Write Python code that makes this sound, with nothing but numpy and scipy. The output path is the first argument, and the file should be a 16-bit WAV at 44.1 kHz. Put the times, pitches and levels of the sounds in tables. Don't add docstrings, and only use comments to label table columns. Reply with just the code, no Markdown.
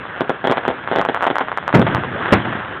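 import sys
import numpy as np
from scipy import signal
from scipy.fft import rfft, irfft, next_fast_len
from scipy.io import wavfile
from scipy.ndimage import uniform_filter1d, map_coordinates

SR = 44100
rng = np.random.default_rng(int(sys.argv[2]) if len(sys.argv) > 2 else 0)


def volts_from_decibels(level):
    exponent = np.asarray(level, float) / 20
    return 10 ** exponent


def generate_wav(signal):
    frames = np.transpose(np.atleast_2d(signal))
    scaled = np.clip(frames, -1, 1) * 32767
    pcm = np.round(scaled).astype(np.int16)
    wavfile.write(sys.argv[1], SR, pcm)


N = 123479
LEAD = 1024


def unit(x):
    return x / np.sqrt(np.mean(x ** 2) + 1e-20)


def colour(x, points):
    m = next_fast_len(len(x) + 4096)
    hz, db = np.transpose(points)
    log_hz = np.log(np.fft.rfftfreq(m, 1 / SR) + 1)
    gain = volts_from_decibels(np.interp(log_hz, np.log(hz + 1), db, right=-120))
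    return irfft(rfft(x, m) * gain, m)[:len(x)]


def wobble(rate):
    knots = rng.standard_normal(int(N * rate / SR) + 4)
    return map_coordinates(knots, [np.arange(N) * rate / SR])


def add(track, s, sound):
    part = track[round(s * SR):][:len(sound)]
    part += sound[:len(part)]


def blast(ms, air):
    thin_hz, thin_db = 280 / ms, -9.5
    soft_db = -8
    rebound, rebound_lengths = .5, 2.1
    phase_lag = 1.15

    u = np.arange(-LEAD, 2 * LEAD) / SR / (ms / 1000)
    push_suction = np.where(u >= 0, (1 - u) * np.exp(-np.abs(u)), 0)
    wave = colour(push_suction, air)
    wave = colour(wave, [(20, thin_db), (thin_hz, 0), (2 * thin_hz, 0), (10 * thin_hz, soft_db), (SR, soft_db)])
    wave = wave - rebound * np.roll(wave, round(rebound_lengths * ms * SR / 1000))
    wave = np.real(signal.hilbert(wave) * np.exp(-1j * phase_lag))
    return np.roll(wave, LEAD - np.argmax(wave)) / wave.max()


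# frequency in Hz, level in dB.
AIR = [(25, -42.5), (100, 6.5), (400, 4), (1500, 3), (2300, -1), (3500, -13), (4400, -23)]


def bursts(table, echo_ms, spread_ms, tail_db, t60):
    bright_db, second_echo_db = -1, -2.5
    out, t = np.zeros(N), np.arange(SR // 5) / SR
    for s, db, ms, echo_db in table:
        direct = blast(ms, AIR)
        paths = rng.standard_normal(len(t)) * rng.random(len(t)) ** 6
        scatter = np.convolve(paths, direct, "same")
        scatter = unit(colour(scatter, [(800, 0), (3000, bright_db), (SR, bright_db)]))
        scatter *= volts_from_decibels(tail_db - 60 * t / t60) * (1 - np.exp(-t / .002))
        add(out, s + 0.000992, volts_from_decibels(db) * scatter)

        start, echo_s = s - LEAD / SR, echo_ms / 1000
        add(out, start, volts_from_decibels(db) * direct)
        add(out, start + echo_s, volts_from_decibels(db + echo_db) * blast(.85 * ms, AIR))
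        second = -volts_from_decibels(db + echo_db + second_echo_db) * blast(1.2 * ms, AIR)
        add(out, start + echo_s + spread_ms / 1000, second)
    return out


SALUTE_ECHO_MS = 7.7

# time of the peak in seconds, peak in dB, blast length in ms, ground echo in
# dB.
SALUTES = [(.2087, -2.2, .5, -5), (.2957, -2.1, .45, -4), (.4427, -5.5, .4, .5), (.4549, -5.5, .4, -12),
           (.4732, -.3, .4, -6), (.4981, -3.3, .55, -3), (.5137, -2.6, .4, -8), (.5227, -2.2, .3, -8),
           (.5728, -4.8, .3, 1), (.6803, -1, .45, -3), (.7036, -7, .35, -8), (.9149, -4.2, .45, -3),
           (.9321, -5.5, .4, -6), (.9604, -1.8, .4, -8), (.9727, -4.5, .4, -8), (.9864, -2.5, .45, -4),
           (.9966, -4.5, .4, -6), (1.0888, -2.5, .42, -4), (1.2673, -2.4, .35, -5), (1.303, -3.1, .45, -4),
           (1.4099, -4.3, .35, -7), (1.8177, -2, .5, -2), (1.8678, -3.8, .35, -7), (1.8713, -5.5, .3, -8)]


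def salutes():
    return bursts(SALUTES, SALUTE_ECHO_MS, spread_ms=1.8, tail_db=-15.5, t60=0.15)


# frequency in Hz, level in dB.
SPIT = [(2200, -31.5), (2900, -5.5), (3400, -1), (4000, -18.5), (4600, -31.5)]


def spits():
    spit_db, lead_s, t60, rise_s = -25.5, 0.00205, 0.052, 0.00017
    out, t = np.zeros(N), np.arange(SR // 10) / SR
    for s, db, ms, echo_db in SALUTES:
        for late, more_db in ((0, 0), (SALUTE_ECHO_MS / 1000, echo_db)):
            hiss = unit(colour(rng.standard_normal(len(t)), [(20, -120)] + SPIT))
            decay = volts_from_decibels(db + more_db + spit_db - 60 * t / t60)
            add(out, s + late - lead_s, decay * hiss * (1 - np.exp(-t / rise_s)))
    return out


# time of the peak in seconds, peak in dB, blast length in ms, ground echo in
# dB.
CRACKERS = [(.054, -15, .2, -8), (.6526, -4.5, .22, -10), (.8758, -5.7, .18, -8), (.955, -6, .2, -9),
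            (1.0145, -2.3, .22, -10), (1.0513, -2.3, .24, -8), (1.1463, -2.4, .18, -12),
            (1.1637, -6, .2, -4), (1.2086, -6, .18, -9), (1.2252, -2, .2, -7), (1.2306, -2.3, .22, -12),
            (1.2424, -2.5, .2, -3), (1.2704, -2.8, .24, -4), (1.3568, -2.3, .2, -3),
            (1.3841, -1.5, .18, -10), (1.4062, -7, .2, -8), (1.414, -5.5, .2, -10), (1.4849, -7, .2, -10),
            (1.5175, -5.5, .2, -8), (1.5748, -2, .18, -5), (1.628, -14, .2, -8), (1.6794, -1.8, .2, -12),
            (1.6932, -6, .2, -8), (1.7285, -3.6, .18, -12), (1.9486, 0, .2, -8), (1.9689, -5, .22, -6),
            (2.0368, -7.5, .22, -8), (2.2592, -7, .18, -8), (2.5281, -10, .2, -8), (2.3205, -9, .18, -10)]


def crackers():
    return bursts(CRACKERS, echo_ms=10.4, spread_ms=.5, tail_db=-17.5, t60=0.077)


# time of the peak in seconds, peak in dB, blast length in ms.
FRONTS = [(1.7412, -3, 1.1), (1.7482, -1, 1.2), (1.7512, -2, 1.1), (1.757, 1, 1.7), (1.7644, -2, 1.3),
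          (1.7738, -6, 1.2), (1.7796, -10, .8), (1.7843, -6, 1.2), (1.7916, -10, 1), (1.7963, -1.5, 1.4),
          (1.802, -9, 1), (1.8058, -9, 1.1), (1.8137, -9, 1.6), (2.3251, -1, 1.1), (2.3288, -4, 1.2),
          (2.3338, -2, .4), (2.3388, -4, 1.3), (2.554, -15, .9)]
# frequency in Hz, level in dB.
BOOM = [(25, -63), (60, -20.5), (110, -6), (200, -2.5), (500, -3), (1500, -4.5), (4400, -34)]
# start in seconds, roll in dB, crash in dB,
# roll decay by 60 dB in seconds, rise in ms.
SHELLS = [
    (1.7402, -15, -7.5, 0.86, 3.4),
    (1.885, -15, -29, 0.62, 12),
    (2.3232, -16, -5, 0.62, 1.9),
]
# frequency in Hz, density in dB per Hz.
ROLL = [(18, -77), (30, -24), (108, 6), (360, -3), (420, -22), (854, -31.5), (1200, -28.5), (1560, -66),
        (2640, -120)]


def shells():
    lumps_db, crash_t60 = 2.5, 0.16
    out, t = np.zeros(N), np.arange(N) / SR
    for s, db, ms in FRONTS:
        add(out, s - LEAD / SR, volts_from_decibels(db) * blast(ms, BOOM))
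    for s, roll_db, crash_db, roll_t60, rise_ms in SHELLS:
        roll = unit(colour(rng.standard_normal(N), ROLL)) * volts_from_decibels(lumps_db * wobble(24.83))
        roll *= volts_from_decibels(roll_db - 60 * t / roll_t60)
        crash = unit(colour(rng.standard_normal(N) * rng.random(N) ** 2, AIR))
        crash *= volts_from_decibels(crash_db - 60 * t / crash_t60)
        add(out, s, (roll + crash) * (1 - np.exp(-1000 * t / rise_ms)))
    return out


# time in seconds, level in dB.
FIZZ = [(0.0, -29.5), (0.55, -28.5), (0.72, -28.5), (0.95, -29), (1.09, -29), (1.17, -27), (1.54, -31.5),
        (1.81, -25), (2.15, -24), (2.37, -21.5), (2.54, -25), (2.8, -27)]
# frequency in Hz, density in dB per Hz.
STARS = [(25, -39), (90, -11.5), (400, -11.5), (1000, -12), (1600, -8.5), (2400, -21.5), (3400, -24),
         (4600, -54)]


def stars():
    pops_per_s, scatter_db, pops_db = 600, 2.5, -4
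    hiss_db, patchy_db = -4, 3

    sign_draw, size_draw = rng.random((2, N))
    chance = pops_per_s / SR / 2
    pops = (sign_draw < chance) * 1. - (1 - sign_draw < chance)
    pops *= volts_from_decibels(-scatter_db * np.log(size_draw + .03) + 2 * wobble(12))

    z = signal.stft(rng.standard_normal(N), nperseg=512)[2]
    patches = uniform_filter1d(rng.standard_normal(z.shape), size=5, axis=0)
    patches = uniform_filter1d(patches, size=8, axis=1)
    hiss = signal.istft(z * volts_from_decibels(patchy_db * unit(patches)), nperseg=512)[1][:N]

    mix = volts_from_decibels(pops_db) * unit(colour(pops, STARS)) + volts_from_decibels(hiss_db) * unit(colour(hiss, STARS))
    s, db = np.transpose(FIZZ)
    return volts_from_decibels(np.interp(np.arange(N) / SR, s, db)) * mix


def scene():
    return (salutes() + spits() + crackers() + shells() + stars())[None]


def top_cut(x):
    return signal.sosfilt(signal.butter(12, 16800, fs=SR, output="sos"), x)


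def record(dry):
    band_hz, edge_hz = 4300, 480
    top = .712
    m = next_fast_len(N + 4096)
    edge = np.clip((band_hz + edge_hz - np.fft.rfftfreq(m, 1 / SR)) / (2 * edge_hz), 0, 1)
    band = irfft(rfft(dry, m) * np.sin(edge * np.pi / 2) ** 2, m)[:, :N]
    mix = np.clip(band, -top, top)
    return top_cut(mix)


dry = scene()
out = record(dry)
generate_wav(out)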